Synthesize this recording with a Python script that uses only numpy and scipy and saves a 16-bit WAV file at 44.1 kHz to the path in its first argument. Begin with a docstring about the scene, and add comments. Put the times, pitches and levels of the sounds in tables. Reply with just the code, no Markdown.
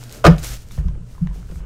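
"""A machine hums in a room while hands slide over a glossy box lid: hissing noise, with snaps of the wrap.
A hollow whoosh swells as the flat cardboard box swings down. A quarter of a second in, it slaps onto
a desk: ringing walls and cracks of noise overload the microphone, and the desk top booms in low tones.
Then hands nudge, shuffle and tap the box: soft low thumps, dull noise and very short tones.
A thin high hiss comes up near the end."""
import sys
import numpy as np
from scipy import signal
from scipy.fft import rfft, irfft
from scipy.io import wavfile

SR = 44100
rng = np.random.default_rng(int(sys.argv[2]) if len(sys.argv) > 2 else 0)


def field_ratio(decibels):
    """Amplitude ratio for a level in dB (20 dB per decade); scalars and array-likes work."""
    return 10 ** (np.asarray(decibels, dtype=float) / 20)


def transcribe(signal):
    """Save signal, clipped to [-1, 1], as a 16-bit WAV file at the path in sys.argv[1]."""
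    frames = np.atleast_2d(signal).T
    limited = np.clip(frames, -1, 1)
    pcm = np.round(limited * 32767).astype(np.int16)
    wavfile.write(sys.argv[1], SR, pcm)


N = 72765   # length in samples

# machine hum that wavers, in four stretches of rows: [t/s, level/dB]
HUM_LEVEL = [
    [(0.0, -38.5), (0.076, -37.5), (0.162, -53), (0.22, -35.5)],
    [(0.45, -40), (0.518, -37.5), (0.67, -48), (0.76, -37.5)],
    [(1.0, -38.5), (1.098, -41.5), (1.144, -58), (1.19, -46)],
    [(1.36, -45), (1.388, -67), (1.426, -40.5), (1.64, -53.5)],
]
# loudness of a thin high hiss: [t/s, level/dB]
THIN_HISS_LEVEL = [(1.40, -72), (1.47, -80), (1.555, -59.5), (1.60, -67.5), (1.63, -78)]
# tone colour of the room air: [f/Hz, relative level per Hz/dB]
AIR_COLOUR = [(88, -16), (150, -3.5), (308, -16), (441, -14), (542, -22), (1390, -28.5), (1960, -33),
              (7980, -37.5), (9000, -40.5), (11700, -65.5), (19800, -120)]
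# how long the room echoes at each pitch: [f/Hz, time to fall by 60 dB/s]
ROOM_DECAY = [(300, 0.22), (1000, 0.22), (3000, 0.22), (8000, 0.13), (16000, .2)]
# hollow note as the box swings down: [t/s, level/dB]
WHOOSH_LEVEL = [(.09, -55.5), (.125, -47), (.19, -48), (.225, -53.5), (.24, -64.5)]
# skin sliding on the wrap: [t/s, level/dB]
RUB_LEVEL = [(0, -50), (.035, -47), (.09, -49.5), (.15, -42.5), (.19, -48.5), (.232, -55), (.30, -49),
             (.374, -54.5), (.384, -38.5), (.412, -47), (.44, -32), (.495, -36), (.555, -39), (.578, -47.5),
             (.625, -51), (.66, -58), (.70, -56), (.715, -46.5), (.79, -51.5), (.82, -60.5), (.90, -65.5),
             (.98, -78), (1.06, -67.5), (1.11, -57), (1.17, -58.5), (1.22, -62.5), (1.31, -69),
             (1.35, -52.5), (1.40, -56.5), (1.46, -61), (1.53, -55), (1.59, -55), (1.63, -70)]
# tone colour of the sliding skin: [f/Hz, relative level per Hz/dB]
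SKIN_COLOUR = [(290, -31), (500, -3), (1000, -8), (1090, -10.5), (1320, -2.5), (3140, -4), (6380, -2),
               (10400, -8.5), (14600, -10), (15900, -14.5)]
# palms shuffling the box on the mat: [t/s, level/dB]
SHUFFLE_LEVEL = [(0, -50.5), (.2, -49), (.40, -45), (.52, -44.5), (.60, -58), (.76, -58), (.785, -42.5),
                 (.83, -49.5), (.97, -55.5), (1.03, -60), (1.18, -61), (1.24, -53.5), (1.36, -51),
                 (1.46, -62), (1.52, -48.5), (1.58, -54), (1.65, -46)]
# tone colour of the shuffling: [f/Hz, relative level per Hz/dB]
MAT_COLOUR = [(180, -3), (300, -2.5), (833, -15), (1480, -12.5), (1940, -24.5), (3000, -19), (3900, -45.5),
              (6600, -120)]
# finger taps and small creaks on the lid:
# [t/s, level/dB, f/Hz, upper ring relative level/dB, lower ring relative level/dB]
FINGER_TAPS = [(0.028, -42.5, 1490, -5, 3), (0.71, -40, 2300, 2, 0.5), (0.777, -39.5, 1000, -16, 7),
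               (0.785, -45.5, 1150, 5.5, -16), (0.872, -53.5, 802, 5, -20), (0.885, -40.5, 1000, -8, -16),
               (0.952, -50, 1380, -4, -11), (1.15, -45.5, 1217, -8, -7.5), (1.18, -39, 1015, -11.5, -29.5),
               (1.261, -51.5, 787, -2, 6), (1.272, -32.5, 1885, -15.5, -1.5), (1.311, -40.5, 977, -15, -13),
               (1.428, -44, 1370, -10, -6), (1.491, -46.5, 1590, -9, -8), (1.512, -46.5, 1170, -4, -13),
               (1.557, -44, 1390, -1.5, -5), (1.603, -49, 1060, -9, -13)]
# duller pats, same columns:
# [t/s, level/dB, f/Hz, upper ring relative level/dB, lower ring relative level/dB]
DULL_PATS = [(0.068, -47, 320, -15, -14), (0.777, -30.5, 490, -10.5, -16), (0.799, -51, 369, 7, -14),
             (0.845, -39, 400, -14, -13.5), (0.91, -53, 363, 6, -20), (0.957, -40, 475, -14, -25),
             (0.974, -37.5, 326, -15, -16), (1.357, -38, 446, -8.5, -17), (1.497, -37, 430, -10, -12),
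             (1.518, -39.5, 346, -1.5, -19)]
# plastic wrap snapping, same columns:
# [t/s, level/dB, f/Hz, upper ring relative level/dB, lower ring relative level/dB]
WRAP_SNAPS = [(0.0377, -28, 8300, -5, -1), (0.095, -33, 5040, -5, -5), (0.1128, -35, 4140, -2, -5),
              (0.1256, -24.5, 7850, -3, -5.5), (0.365, -36.5, 6250, -4, -17),
              (0.3827, -28.5, 4590, -12, -2), (0.4378, -21, 7240, -3, -20), (0.4457, -20, 6720, -1, -21),
              (0.4701, -21.5, 8100, -3, -12), (0.6871, -37, 7700, -9, -7), (0.8841, -41, 3520, -0.5, 1),
              (1.272, -38, 3700, -5, 1), (1.491, -47, 7690, -7, -5), (1.513, -44, 4900, -5, -3),
              (1.5574, -44, 8250, 0.5, -9)]
# tones of the desk top and frame: [f/Hz, time to fall by 60 dB/s]
DESK_MODES = [(47, 0.41), (72, 0.14), (148, 0.3), (168, 0.14), (186, 0.18)]
# pushes into the desk: [t/s, then level/dB into each of the four lowest desk tones]
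DESK_PUSHES = [(.250, -14.5, -4, -9.5, -2), (.268, -8.5, -15.5, 3, 3.5), (.292, -54, -8, -7, 0),
               (0.401, -28, -24.5, -35.5, -34), (0.502, -25, -44, -44, -41),
               (0.778, -13.5, -12.5, -19, -36), (.845, -13.5, -15.5, -37, -18.5),
               (.875, -10.5, -19.5, -24.5, -29), (0.989, -39, -44, -44, -30),
               (1.205, -24.5, -22, -15.5, -8.5), (1.239, -19, -33, -35, -18), (1.286, -18, -39, -56, -28.5),
               (1.371, -32, -45, -47, -33.5), (1.50, -26.5, -55, -36.5, -28.5),
               (1.550, -22.5, -20.5, -33, -29.5), (1.601, -19.5, -41, -54, -32.5)]
# desk shaken by resting hands: [t/s, level/dB]
SHAKE_LEVEL = [(0.0, -41), (0.242, -46.5), (0.41, -33.5), (0.606, -39.5), (0.78, -30.5), (0.94, -27.5),
               (1.064, -36), (1.314, -34.5), (1.466, -32.5), (1.64, -54)]
# edges and face of the box landing: [t/s, level/dB, crack level/dB, f/Hz of the wall tones struck most]
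LANDINGS = [(.2413, -3, -20, 596), (0.2429, -1, -13, 620), (0.2503, 1, -6.5, 1360), (.2530, -3, -7, 650),
            (.2590, -8, -26, 550), (0.2649, -0.5, -2.5, 1200), (.2690, 4.5, -8.5, 445),
            (0.2774, -3.5, -19.5, 1084), (.2840, -17, -23, 893)]
# tones of the box walls: [f/Hz, relative level/dB, time to fall by 60 dB/s]
BOX_MODES = [(288.5, -5.5, 0.092), (355, -9.5, 0.031), (425, -9, 0.076), (509, -6, 0.025), (580, -7, 0.072),
             (695, -7.5, 0.029), (790, -13, 0.033), (994, -6.5, 0.02), (1200, -11.5, 0.018),
             (1483, -7.5, 0.019), (1865, -14, 0.02), (2176, -12.5, 0.033), (2478, -11.5, 0.015),
             (2780, -16, 0.015), (3700, -22, 0.012)]
# tone colour of the air squeezed out: [f/Hz, relative level per Hz/dB]
CRACK_COLOUR = [(180, -34), (300, -2), (440, 5), (868, -13), (1230, -2), (1890, -15.5), (5580, -23),
                (15900, -47.5)]

HUM_HZ, AIR_DB, ROOM_DB = 120.4, -52.5, -10.5
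WHOOSH_HZ, WHOOSH_T60_S = (477, 590), 1.8 / 47
GRAINS_PER_S, GRAIN_SPREAD_DB = 2200, 5.5
GRAIN_SHARE = 0.17   # part of the rubbing power that is tiny slips
UPPER_RATIO, LOWER_RATIO = 1.6, 0.53   # side rings, as multiples of the main pitch
DESK_SIDE_DB = -4.5   # highest desk tone, compared with its neighbour
FOCUS_DB_PER_OCTAVE, CRACK_T60_S = -5, 0.041
CLIP_TOP, CLIP_KNEE = 0.88, 6.0   # loudest possible value; a larger knee bends more sharply


def rms_one(x):
    """Scales a sound to an average (rms) strength of 1."""
    return x / np.sqrt(np.mean(x ** 2) + 1e-20)


def gain_curve(rows):
    """Turns rows of time and dB into a smoothly changing gain."""
    s, db = np.transpose(rows)
    return field_ratio(np.interp(np.arange(N) / SR, s, db))


def at_hz(points, hz):
    """Reads a table between its rows, on a logarithmic pitch scale."""
    table_hz, value = np.array(points).T[:2]
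    return np.interp(np.log(hz), np.log(table_hz), value)


def clicks(s, gain):
    """Single-sample clicks at the given seconds."""
    out = np.full(N, 1e-18)
    np.add.at(out, (np.asarray(s) * SR).astype(int), gain)
    return out


def ring(x, hz, t60):
    """A resonance: a unit click starts a sine of height 1 that falls by 60 dB in t60 seconds."""
    r = field_ratio(-60 / (t60 * SR))
    w = 2 * np.pi * hz / SR
    return signal.lfilter([0, np.sin(w)], [1, -2 * r * np.cos(w), r * r], x)


def cut(x, hz, kind, order):
    """Keeps the low, high or middle part of the spectrum."""
    return signal.sosfilt(signal.butter(order, hz, kind, fs=SR, output="sos"), x)


def drift(rate):
    """Slow random wander: straight lines between random points, rate points per second."""
    knots = rng.standard_normal(int(N / SR * 60) + 2)
    return np.interp(np.arange(N) / SR * rate, np.arange(len(knots)), knots)


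def colour(x, spectrum):
    """Shapes the spectrum, then scales to rms 1."""
    hz = np.maximum(np.fft.rfftfreq(N, 1 / SR), 1)
    return rms_one(irfft(rfft(x) * field_ratio(at_hz(spectrum, hz)), N))


def background():
    """A wavering hum with a weak octave over room air, and a thin hiss of band-cut noise."""
    turn = 2 * np.pi * HUM_HZ * np.arange(N) / SR + 0.11 * drift(4.8)
    wave = np.sin(turn) + field_ratio(-24) * np.sin(2 * turn)
    hum = gain_curve(sum(HUM_LEVEL, [])) * np.sqrt(2) * wave
    thin_noise = cut(rng.standard_normal(N), (7340, 9200), "band", order=1)
    thin = gain_curve(THIN_HISS_LEVEL) * rms_one(thin_noise)
    air = field_ratio(AIR_DB + 0.8 * drift(11.8)) * colour(rng.standard_normal(N), AIR_COLOUR)
    return hum + thin + air


def room(x):
    """Diffuse echoes: octave bands of noise, each dying at its own rate."""
    age, answer = np.arange(SR // 2) / SR, 0
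    for low in 250 * 2 ** np.arange(6):
        band = cut(rng.standard_normal(len(age)), [low, 2 * low], "band", order=2)
        answer = answer + band * field_ratio(-60 * age / at_hz(ROOM_DECAY, 1.4 * low))
    answer = answer * np.minimum(age / 0.0047, 1)   # echoes build up over 4.7 ms
    return signal.fftconvolve(x, answer / np.sqrt(np.sum(answer ** 2)))[:N]


def whoosh():
    """The hollow note of the swinging box: noise in two narrow resonances."""
    noise = rng.standard_normal(N)
    hollow = sum(ring(noise, hz, WHOOSH_T60_S) for hz in WHOOSH_HZ)
    return gain_curve(WHOOSH_LEVEL) * rms_one(hollow)


def grains():
    """Rubbing noise: dense tiny slips of random size over smooth hiss."""
    size_db = GRAIN_SPREAD_DB * np.minimum(rng.exponential(1, N), 5)
    sizes = field_ratio(size_db) * rng.choice([-1, 1], N)
    slips = rms_one(sizes * (rng.random(N) < GRAINS_PER_S / SR))
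    return np.sqrt(GRAIN_SHARE) * slips + np.sqrt(1 - GRAIN_SHARE) * rng.standard_normal(N)


def rub():
    """Sliding skin hisses on the wrap and the box shuffles dully on the mat, both unsteady grainy noise."""
    skin = gain_curve(RUB_LEVEL) * field_ratio(1.0 * drift(40)) * colour(grains(), SKIN_COLOUR)
    shuffle = gain_curve(SHUFFLE_LEVEL) * field_ratio(1.5 * drift(38)) * colour(grains(), MAT_COLOUR)
    return skin + shuffle


def ticks(rows, cycles):
    """Each touch swells for some cycles and dies, with one ring above and one below its pitch."""
    out = np.zeros(N + SR)
    turns_per_hz = np.arange(SR // 10) / SR
    for s, db, hz, upper_db, lower_db in rows:
        turns = turns_per_hz * hz
        upper = field_ratio(upper_db) * np.sin(2 * np.pi * turns * UPPER_RATIO)
        lower = field_ratio(lower_db) * np.sin(2 * np.pi * turns * LOWER_RATIO)
        wave = np.sin(2 * np.pi * turns) + upper - lower
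        swell = turns / cycles * np.exp(1 - turns / cycles)
        start = int(s * SR)
        out[start:start + len(wave)] += field_ratio(db) * swell * wave
    return out[:N]


def desk():
    """Soft pushes ring the desk tones; resting hands keep the lower ones shaking."""
    s, *db = np.transpose(DESK_PUSHES)
    db.append(db[-1] + DESK_SIDE_DB)
    # neighbouring tones start in opposite directions
    rung = sum(ring(clicks(s, (-1) ** k * field_ratio(db[k])), hz, t60)
               for k, (hz, t60) in enumerate(DESK_MODES))
    noise = rng.standard_normal(N)
    shake = ring(noise, DESK_MODES[0][0], 0.25) + ring(noise, 24, 0.25)
    shake = shake + 2.1 * ring(noise, DESK_MODES[1][0], 0.067)
    shake = shake + 0.35 * ring(noise, DESK_MODES[3][0], 0.071)
    return cut(rung + gain_curve(SHAKE_LEVEL) * rms_one(shake), 231.5, "low", order=6)


def slap():
    """Each contact rings the box walls, most of all near one pitch, and squeezes out a crack of air."""
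    s, db, crack_db, focus_hz = np.transpose(LANDINGS)
    luck_db = rng.normal(0, 1.7, (len(s), len(BOX_MODES)))
    walls = 0
    for k, (hz, level_db, t60) in enumerate(BOX_MODES):
        focus_db = FOCUS_DB_PER_OCTAVE * abs(np.log2(hz / focus_hz))
        strike = (-1) ** k * field_ratio(db + level_db + luck_db[:, k] + focus_db)
        walls = walls + ring(clicks(s, strike), hz, t60)
    keep = field_ratio(-60 / (CRACK_T60_S * SR))   # share of the crack left after each sample
    fade = signal.lfilter([1], [1, -keep], clicks(s, field_ratio(crack_db)))
    return walls + fade * colour(rng.standard_normal(N), CRACK_COLOUR)


def scene():
    """Adds all sources; only the slap and the small touches get room echoes."""
    touches = ticks(FINGER_TAPS, cycles=1.21) + ticks(DULL_PATS, cycles=0.95)
    touches = touches + ticks(WRAP_SNAPS, cycles=0.88)
    near = cut(slap() + touches, 307, "high", order=2)
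    mix = near + field_ratio(ROOM_DB) * room(near) + desk() + rub() + whoosh() + background()
    return mix[None]   # one channel


def roll_off(x):
    """The treble ends steeply here."""
    return signal.sosfilt(signal.butter(12, 16020, fs=SR, output="sos"), x)


def record(dry):
    """The microphone input overloads with a rather hard knee; the top of the spectrum is cut."""
    flat = dry / (1 + np.abs(dry / CLIP_TOP) ** CLIP_KNEE) ** (1 / CLIP_KNEE)
    top_cut = signal.cheby2(24, 70, 16120, fs=SR, output="sos")   # 70 dB down from 16120 Hz up
    finished = signal.sosfilt(top_cut, flat)
    return roll_off(finished)


dry = scene()
out = record(dry)
transcribe(out)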